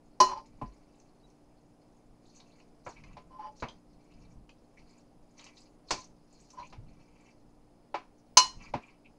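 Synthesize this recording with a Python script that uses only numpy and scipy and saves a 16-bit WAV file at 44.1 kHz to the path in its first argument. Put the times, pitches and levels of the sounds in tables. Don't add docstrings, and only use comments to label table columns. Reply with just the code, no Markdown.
import sys
import numpy as np
from scipy import signal
from scipy.fft import rfft, irfft, next_fast_len
from scipy.io import wavfile
from scipy.ndimage import uniform_filter1d, map_coordinates

SR = 44100
rng = np.random.default_rng(int(sys.argv[2]) if len(sys.argv) > 2 else 0)


def unload_wav(signal):
    wavfile.write(
        sys.argv[1],
        SR,
        np.round(np.clip(np.atleast_2d(signal).T, -1, 1) * 32767).astype(np.int16),
    )


N = 404838

# (frequency [Hz], t60 [s], level struck on the wall [dB], level struck on the rim [dB])
GLASS_MODES = [(250, .19, -18, -37), (377, .18, -9, -22), (595, .15, -10, -32), (622, .15, -12, -30),
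               (861, .15, -4, -15), (1017, .175, 8, 1.5), (1042, .24, -16, -11), (1124, .17, -23, -12),
               (1887, .27, -23, -25), (2205, .11, -39, -10), (2502, .13, -40, -15), (2653, .15, -38, -14),
               (2885, .2, -30, -13), (2965, .22, -16, -7), (4178, .23, -14, -4), (4388, .12, -34, -15),
               (4740, .11, -12, -14), (4852, .1, -17, -3), (5562, .18, -12, -12), (5654, .095, -11, 1),
               (6068, .12, -28, -9), (6362, .1, -20, -3), (6465, .19, -36, -13), (7376, .17, -38, -19),
               (7701, .16, -44, -24), (10095, .14, -43, -20)]
# (frequency [Hz], width [Hz], level [dB])
HOLLOW_MODES = [(585, 36, -1), (719, 17, -3.5), (831.4, 35, 4), (928.5, 45, 4.5)]
# (frequency [Hz], density [dB per Hz])
SQUELCH_SPECTRUM = [(400, -17), (1000, 10.5), (1850, -5.5), (2450, 2.5), (3300, -18.5), (4700, -10.5),
                    (9000, -39)]
# (frequency [Hz], density [dB per Hz])
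CRACKLE_SPECTRUM = [(1500, -16.5), (3500, -7.5), (4600, 8.5), (5500, -3), (6500, 5), (8200, -17.5),
                    (11000, -30.5), (12000, -46.5)]


def amp(db):
    return 10 ** (np.asarray(db) / 20)


def unit(x):
    return x / np.sqrt(np.mean(x ** 2) + 1e-20)


def along(points, hz):
    f, v = np.transpose(points)
    return np.interp(np.log(hz + 1), np.log(f + 1), v)


def wobble(rate):
    knots = rng.standard_normal(int(N * rate / SR) + 4)
    return map_coordinates(knots, [np.arange(N) * rate / SR])


def filtered(x, response):
    m = next_fast_len(len(x) + SR // 4)
    return irfft(rfft(x, m) * response(np.fft.rfftfreq(m, 1 / SR)), m)[:len(x)]


def coloured(x, spectrum):
    return filtered(x, lambda hz: amp(along(spectrum, hz)))


def resonate(x, peaks):
    def response(f):
        return sum(amp(db) * 1j * f * width / (centre ** 2 - f * f + 1j * f * width)
                   for centre, width, db in peaks)
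    return filtered(x, response)


def add(track, s, sound):
    part = track[round(s * SR):][:len(sound)]
    part += sound[:len(part)]


def fade(t, attack, t60):
    return (1 - np.exp(-t / attack)) * amp(-60 * t / t60)


def stroke(start, length, attack, release):
    t = np.arange(N) / SR - start
    return np.clip(np.minimum(t / attack, 1 - (t - length) / release), 0, 1)


def ticks(rate, spread_db):
    present = rng.random(N) < rate / SR
    size = amp(spread_db * np.minimum(rng.exponential(size=N), 3))
    return present * rng.choice([-1, 1], N) * size


def in_room(x, wet_db):
    # (frequency [Hz], t60 [s])
    room_decay = [(200, 0.58), (1500, 0.042), (5000, 0.2), (11000, 0.2)]
    hz, t, z = signal.stft(rng.standard_normal(SR // 2), SR, nperseg=256)
    decay = amp(-60 * t / along(room_decay, hz)[:, None])
    tail = signal.istft(z * decay, SR, nperseg=256)[1]
    return x + amp(wet_db) * signal.fftconvolve(x, tail / np.linalg.norm(tail))[:N]


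def kitchen(air_db=-63, whine_hz=5060, whine_width=170, whine_db=-89):
    # (frequency [Hz], density [dB per Hz])
    air_spectrum = [(20, -2), (50, -13), (80, -27), (155, -9.5), (200, -18), (290, -10.5), (400, -13.5),
                    (780, -16.5), (1100, -25), (1650, -34), (2400, -36.5), (3500, -40.5), (5500, -41.5),
                    (7500, -43.5), (10500, -41.5), (11500, -51.5)]
    # (frequency [Hz], mean level [dB])
    hum_partials = [(118.4, -75.5), (177.6, -75), (236.9, -70.5), (296.1, -69)]
    t = np.arange(N) / SR
    air = unit(coloured(rng.standard_normal(N), air_spectrum)) * amp(air_db + 0.38 * wobble(5.4))
    drift = 0.00011 * wobble(5.5)
    hum = np.zeros(N)
    for hz, db in hum_partials:
        level = np.sqrt(2) * amp(db + 1.0 * wobble(2.4))
        hum += level * np.sin(2 * np.pi * hz * (t + drift))
    band = [(whine_hz, whine_width, 0)]
    whine = unit(resonate(resonate(rng.standard_normal(N), band), band))
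    return air + hum + whine * amp(whine_db + 1.4 * wobble(7.2))


def shifting(lean_db=-65.5, lump_db=4, attack_s=0.02, release_s=0.042):
    # (start [s], length [s], rumble level [dB])
    shove_list = [(0.194, 0.2, -59.5), (.54, 0.21, -60.5), (2.957, 0.21, -55), (3.32, 0.66, -65.5),
                  (4.134, 0.48, -58.5), (6.585, 0.42, -60.5), (8.55, 0.16, -54.5)]
    # (frequency [Hz], density [dB per Hz])
    rumble_spectrum = [(20, -0.5), (45, -3.5), (80, -16.5), (150, -9), (220, -14.5), (500, -43.5),
                       (1500, -120)]
    push = amp(lean_db)
    for s, length, db in shove_list:
        push = push + amp(db) * stroke(s, length, attack_s, release_s)
    return push * unit(coloured(rng.standard_normal(N), rumble_spectrum) * amp(lump_db * wobble(12)))


def bubbles(rate, centre_hz, pitch_spread, cycles, spread_db):
    n = int(rate * N / SR)
    when, pitch, size = rng.random((n, 3)).T[:, :, None]
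    hz = centre_hz * np.exp(pitch_spread * np.arcsin(2 * pitch - 1))
    t = np.arange(SR // 40) / SR
    grains = amp(spread_db * size ** 2) * np.sin(2 * np.pi * hz * t) * fade(t, 2 / hz, cycles / hz)
    index = (when * N).astype(int) + np.arange(len(t))
    return unit(np.bincount(index.ravel(), grains.ravel(), N)[:N])


def scattered(x, rise_s=.0025, t60_s=.07, scatter_db=5):
    t = np.arange(SR // 8) / SR
    echoes = rng.standard_normal(len(t)) * fade(t, rise_s, t60_s)
    mix = x + amp(scatter_db) * signal.fftconvolve(x, echoes / np.linalg.norm(echoes))[:N]
    return mix / np.hypot(1, amp(scatter_db))


def salad(smear_db=-4, clump_db=2.5, attack_s=0.032, release_s=0.053):
    # (start [s], length [s], air-pocket squelch level [dB], dressing crackle level [dB])
    fold_list = [(0.437, 0.63, -83, -86.5), (2.222, 0.14, -84, -70.5), (2.37, 0.24, -78, -80),
                 (2.832, 0.082, -83, -66), (2.938, 0.19, -67.5, -82), (3.553, 0.048, -79, -61.5),
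                 (3.982, 0.31, -78.5, -85), (4.772, 0.2, -74, -77), (5.363, 0.13, -62, -66),
                 (5.53, 0.13, -79, -71), (5.868, 0.162, -69.5, -63), (6.298, 0.21, -82.5, -72),
                 (6.503, 0.16, -77, -77), (6.86, 0.45, -76, -86.5), (8.566, 0.14, -63.5, -70.5),
                 (8.763, 0.18, -70, -87.5)]
    squelch_gain, crackle_gain = amp(-91.5), amp(-86)
    for s, length, squelch_db, crackle_db in fold_list:
        effort = stroke(s, length, attack_s, release_s)
        squelch_gain = squelch_gain + amp(squelch_db) * effort
        crackle_gain = crackle_gain + amp(crackle_db) * effort
    squelch = bubbles(rate=130, centre_hz=2450, pitch_spread=.08, cycles=18, spread_db=11)
    crackle = unit(sum(bubbles(rate=60, centre_hz=hz, pitch_spread=.125, cycles=19, spread_db=16)
                       for hz in (4650, 6400)))
    squelch += amp(smear_db) * unit(coloured(ticks(300, spread_db=5), SQUELCH_SPECTRUM))
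    crackle += amp(smear_db) * unit(coloured(ticks(500, spread_db=5), CRACKLE_SPECTRUM))
    wet = scattered(squelch) * squelch_gain + scattered(crackle) * crackle_gain
    return in_room(wet * amp(clump_db * wobble(22)), wet_db=-9.5)


def glass_ring(t, drive, place=0, scatter_db=1.5):
    place = np.clip(place, 0, 1)
    rise_cycles = 3
    blur_hz = 4
    split_hz, twin_db = 16, -14

    def tone(hz):
        drift = np.cumsum(rng.standard_normal(len(t))) * np.sqrt(2 * np.pi * blur_hz / SR)
        return np.sin(2 * np.pi * (hz * t + rng.random()) + drift)

    ring = np.zeros(len(t))
    for hz, t60, wall_db, rim_db in GLASS_MODES:
        level_db = wall_db + place * (rim_db - wall_db) + scatter_db * rng.normal()
        pair = tone(hz) + amp(twin_db) * tone(hz + split_hz * rng.normal())
        ring += amp(level_db) * drive(hz) * fade(t, rise_cycles / hz, t60) * pair
    return ring


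def hollow_ring(t):
    ring = np.zeros(len(t))
    for hz, width, db in HOLLOW_MODES:
        t60 = np.log(1000) / np.pi / width
        tone = np.sin(2 * np.pi * (hz * t + rng.random()))
        ring += amp(db + rng.normal()) * tone * fade(t, .002, t60)
    return ring / 2


def patchy(n, depth_db=5):
    z = signal.stft(rng.standard_normal(n), nperseg=512)[2]
    field = uniform_filter1d(rng.standard_normal(z.shape), size=7, axis=1)
    return unit(signal.istft(z * amp(depth_db * unit(field)), nperseg=512)[1][:n])


def clinks(crack_t60=0.076, shimmer_t60=0.27):
    # (time [s], place [0 wall - 1 rim], ring level [dB], crack level [dB],
    # brightness [dB per octave], shimmer level [dB], hollow level [dB])
    clink_list = [(0.202, 0.02, -14.5, -15, 2.5, -26, -28), (8.371, 1, -13.5, -3.5, 3, -19, -38.5)]
    # (frequency [Hz], density [dB per Hz])
    crack_spectrum = [(60, -18.5), (250, -12), (520, -16.5), (950, 9), (1400, -5), (1950, -15), (2500, -6),
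                      (3400, -13.5), (4700, -3), (6300, -2.5), (8200, -23), (11000, -30), (12000, -56)]
    out, t = np.zeros(N), np.arange(SR // 2) / SR
    for s, place, ring_db, crack_db, tilt, shimmer_db, hollow_db in clink_list:
        crack = amp(crack_db) * rng.standard_normal(len(t)) * fade(t, .002, crack_t60)
        shimmer = amp(shimmer_db) * patchy(len(t)) * fade(t, .006, shimmer_t60)
        bright = filtered(coloured(crack + shimmer, crack_spectrum),
                          lambda hz: amp(tilt * np.log2((hz + 50) / 1000)))
        ring = amp(ring_db) * glass_ring(t, lambda hz: 1, place)
        add(out, s, ring + amp(hollow_db) * hollow_ring(t) + bright)
    return out


def hollowed(x, edge_hz=1250):
    return filtered(resonate(x, HOLLOW_MODES), lambda hz: 1 / (1 + (hz / edge_hz) ** 6))


def rubs(slip_rate=1400, hollow_db=-9, glass_db=-3, groan_db=0.0, waver=0.02, soft_hz=4700, place=0.17,
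         grit_db=-21, slack=.08):
    # (start [s], length [s], level [dB], groan pitch at full pressure, before waver [Hz])
    rub_list = [(0.257, 0.073, -40, 993), (0.299, 0.021, -44, 875), (0.349, 0.038, -45, 895),
                (3.3, 0.064, -58, 1027), (3.382, 0.095, -47.5, 846), (6.53, 0.1, -58, 996),
                (6.571, 0.038, -47.5, 1000)]
    attack_s, release_s = 0.015, 0.032
    damped_hz = 7
    modes = [(hz, damped_hz + np.log(1000) / np.pi / t60, wall_db + place * (rim_db - wall_db))
             for hz, t60, wall_db, rim_db in GLASS_MODES]
    slips = ticks(slip_rate, spread_db=-0.5)
    glass = filtered(resonate(slips, modes), lambda hz: 1 / (1 + (hz / soft_hz) ** 6))
    sound = amp(glass_db) * unit(glass) + amp(hollow_db) * unit(hollowed(hollowed(slips)))
    sound += amp(grit_db) * unit(coloured(slips, SQUELCH_SPECTRUM))
    speed, grip = 1 + waver * wobble(60), amp(3.5 * wobble(45))
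    out = np.zeros(N)
    for s, length, db, groan_hz in rub_list:
        pressure = stroke(s, length, attack_s, release_s)
        clock = np.cumsum(speed + slack * (1 - pressure)) / SR
        groan = unit(np.sin(2 * np.pi * groan_hz * clock) * grip)
        out += amp(db) * pressure * (sound + amp(groan_db) * groan * pressure)
    return in_room(out, wet_db=-4.5)


def pops(pop_db=-7, snap_db=-19, pop_t60=0.022, snap_t60=0.029, wet_db=1):
    # (time [s], level [dB], pitch [Hz])
    pop_list = [(0.374, -37.5, 4730), (0.457, -47, 4660), (0.999, -46, 6300), (1.3, -50.5, 6010),
                (2.4017, -36.5, 4000), (2.6, -42, 2440), (3.0374, -33, 2160), (3.6, -35.5, 4230),
                (3.685, -29, 3370), (4.492, -35.5, 2780), (5.393, -32.5, 3600), (5.441, -32.5, 6070),
                (5.465, -33, 2650), (5.887, -39, 4650), (6.503, -36.5, 6060), (6.597, -40, 4270),
                (6.7, -43.5, 4730)]
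    half_width = .12
    out, t = np.zeros(N), np.arange(SR // 10) / SR
    for s, db, hz in pop_list:
        tear, spray = rng.standard_normal((2, len(t)))
        cavity = [(hz, 2 * half_width * hz, 0)]
        ring = unit(resonate(resonate(tear, cavity), cavity)) * fade(t, 0.0046, pop_t60)
        wet_noise = coloured(spray, CRACKLE_SPECTRUM) + coloured(spray, SQUELCH_SPECTRUM)
        snap = unit(filtered(wet_noise, lambda f: 1 / (1 + (f / (2 * hz)) ** 2)))
        add(out, s, amp(db) * (amp(pop_db) * ring + amp(snap_db) * snap * fade(t, 0.00022, snap_t60)))
    return in_room(out, wet_db)


def knocks(clack_t60=0.11, tail_t60=0.26, tail_db=-11, mute_t60=0.98, thud_t60=0.12):
    # (time [s], clack level [dB], contact corner [Hz], hollow level [dB],
    # glass ring level [dB], table thud level [dB], thud corner [Hz])
    knock_list = [(0.614, -33.5, 2080, -32, -42, -28.5, 240), (2.863, -22, 1700, -35.5, -66, -43, 181),
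                  (3.168, -37, 3170, -43, -52, -59, 200), (3.623, -17, 2050, -31.5, -47.5, -29, 219),
                  (5.907, -15, 6900, -64, -36, -53, 400), (5.914, -26, 2000, -50, -44, -31.5, 330),
                  (5.978, -46, 1600, -55, -50.5, -49, 200), (6.725, -36, 3150, -69, -62, -62, 200),
                  (7.942, -18, 2450, -25.5, -40.5, -52, 400), (8.737, -19.5, 2400, -23.5, -44, -27, 315)]
    # (frequency [Hz], density [dB per Hz])
    clack_spectrum = [(60, -72), (330, -2), (500, -3.5), (1000, 0), (1400, -7), (1950, -11), (2250, -4),
                      (2600, -5.5), (3300, -11.5), (4500, -3), (6500, -3.5), (8500, -15.5), (11000, -27.5),
                      (12000, -44.5)]
    # (frequency [Hz], density [dB per Hz])
    thud_spectrum = [(20, -4), (45, -4.5), (75, -5), (125, -2.5), (180, -11), (240, 3.5), (350, -4),
                     (600, 3), (2000, -55)]
    out, t = np.zeros(N), np.arange(SR // 2) / SR
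    for s, clack_db, corner_hz, hollow_db, ring_db, thud_db, thud_hz in knock_list:
        drive = lambda hz: 1 / np.sqrt(1 + (hz / corner_hz) ** 6)
        clack_noise, thud_noise = rng.standard_normal((2, len(t)))
        contact_s = 4 / corner_hz
        clack_fade = fade(t, contact_s, clack_t60) + amp(tail_db) * fade(t, 0.02, tail_t60)
        clack = filtered(coloured(clack_noise, clack_spectrum), drive) * clack_fade
        push = filtered(coloured(thud_noise, thud_spectrum), lambda hz: 1 / (1 + (hz / thud_hz) ** 4))
        thud = unit(push) * fade(t, 0.0097, thud_t60)
        ring = glass_ring(t, drive) * amp(-60 * t / mute_t60)
        blow = amp(clack_db) * clack + amp(hollow_db) * hollow_ring(t)
        add(out, s, blow + amp(ring_db) * ring + amp(thud_db) * thud)
    return out


def bumps(attack_s=0.0035, cycles=13.4):
    # (time [s], level [dB], pitch [Hz])
    bump_list = [(0.656, -40, 48.4), (2.955, -52, 29.5), (4.425, -53, 36), (6.781, -36, 106),
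                 (6.79, -45, 38)]
    out, t = np.zeros(N), np.arange(SR // 2) / SR
    for s, db, hz in bump_list:
        add(out, s, amp(db) * np.sin(2 * np.pi * hz * t) * fade(t, attack_s, cycles / hz))
    return out


def squeak(start_s=1.23, length_s=0.027, edge_s=.01, level_db=-67.5, pitch_hz=3870):
    clock = np.cumsum(1 + .004 * wobble(80)) / SR
    return amp(level_db) * stroke(start_s, length_s, edge_s, edge_s) * np.sin(2 * np.pi * pitch_hz * clock)


def sucks(wet_db=-3, attack_s=0.018, length_s=0.0064, release_s=0.034):
    # (time [s], level [dB], pitch [Hz])
    suck_list = [(2.959, -54, 2360), (4.11, -71, 2800), (4.766, -56, 2190), (6.62, -53, 2380),
                 (6.642, -56, 2580), (8.657, -55, 2350), (8.82, -55, 2460), (8.867, -59, 2430),
                 (9.045, -56, 2460)]
    width = 0.18
    out = np.zeros(N)
    for s, db, hz in suck_list:
        cavity = [(hz, width * hz, 0)]
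        rasp = unit(resonate(resonate(ticks(1500, spread_db=2), cavity), cavity))
        out += amp(db) * rasp * stroke(s, length_s, attack_s, release_s)
    return in_room(out, wet_db)


def scene():
    background = kitchen() + shifting()
    wet = salad() + pops() + squeak() + sucks()
    spoons = clinks() + rubs() + knocks() + bumps()
    return (background + wet + spoons)[None]


def record(dry, hiss_db=-91, mic_hz=11400, top_hz=15700):
    lowpass = signal.ellip(8, .2, 70, mic_hz, fs=SR, output="sos")
    heard = signal.sosfilt(lowpass, dry[0])
    taped = np.clip(heard + amp(hiss_db) * rng.standard_normal(N), -1, 1)
    return filtered(taped, lambda hz: hz < top_hz)[None]


dry = scene()
out = record(dry)
unload_wav(out)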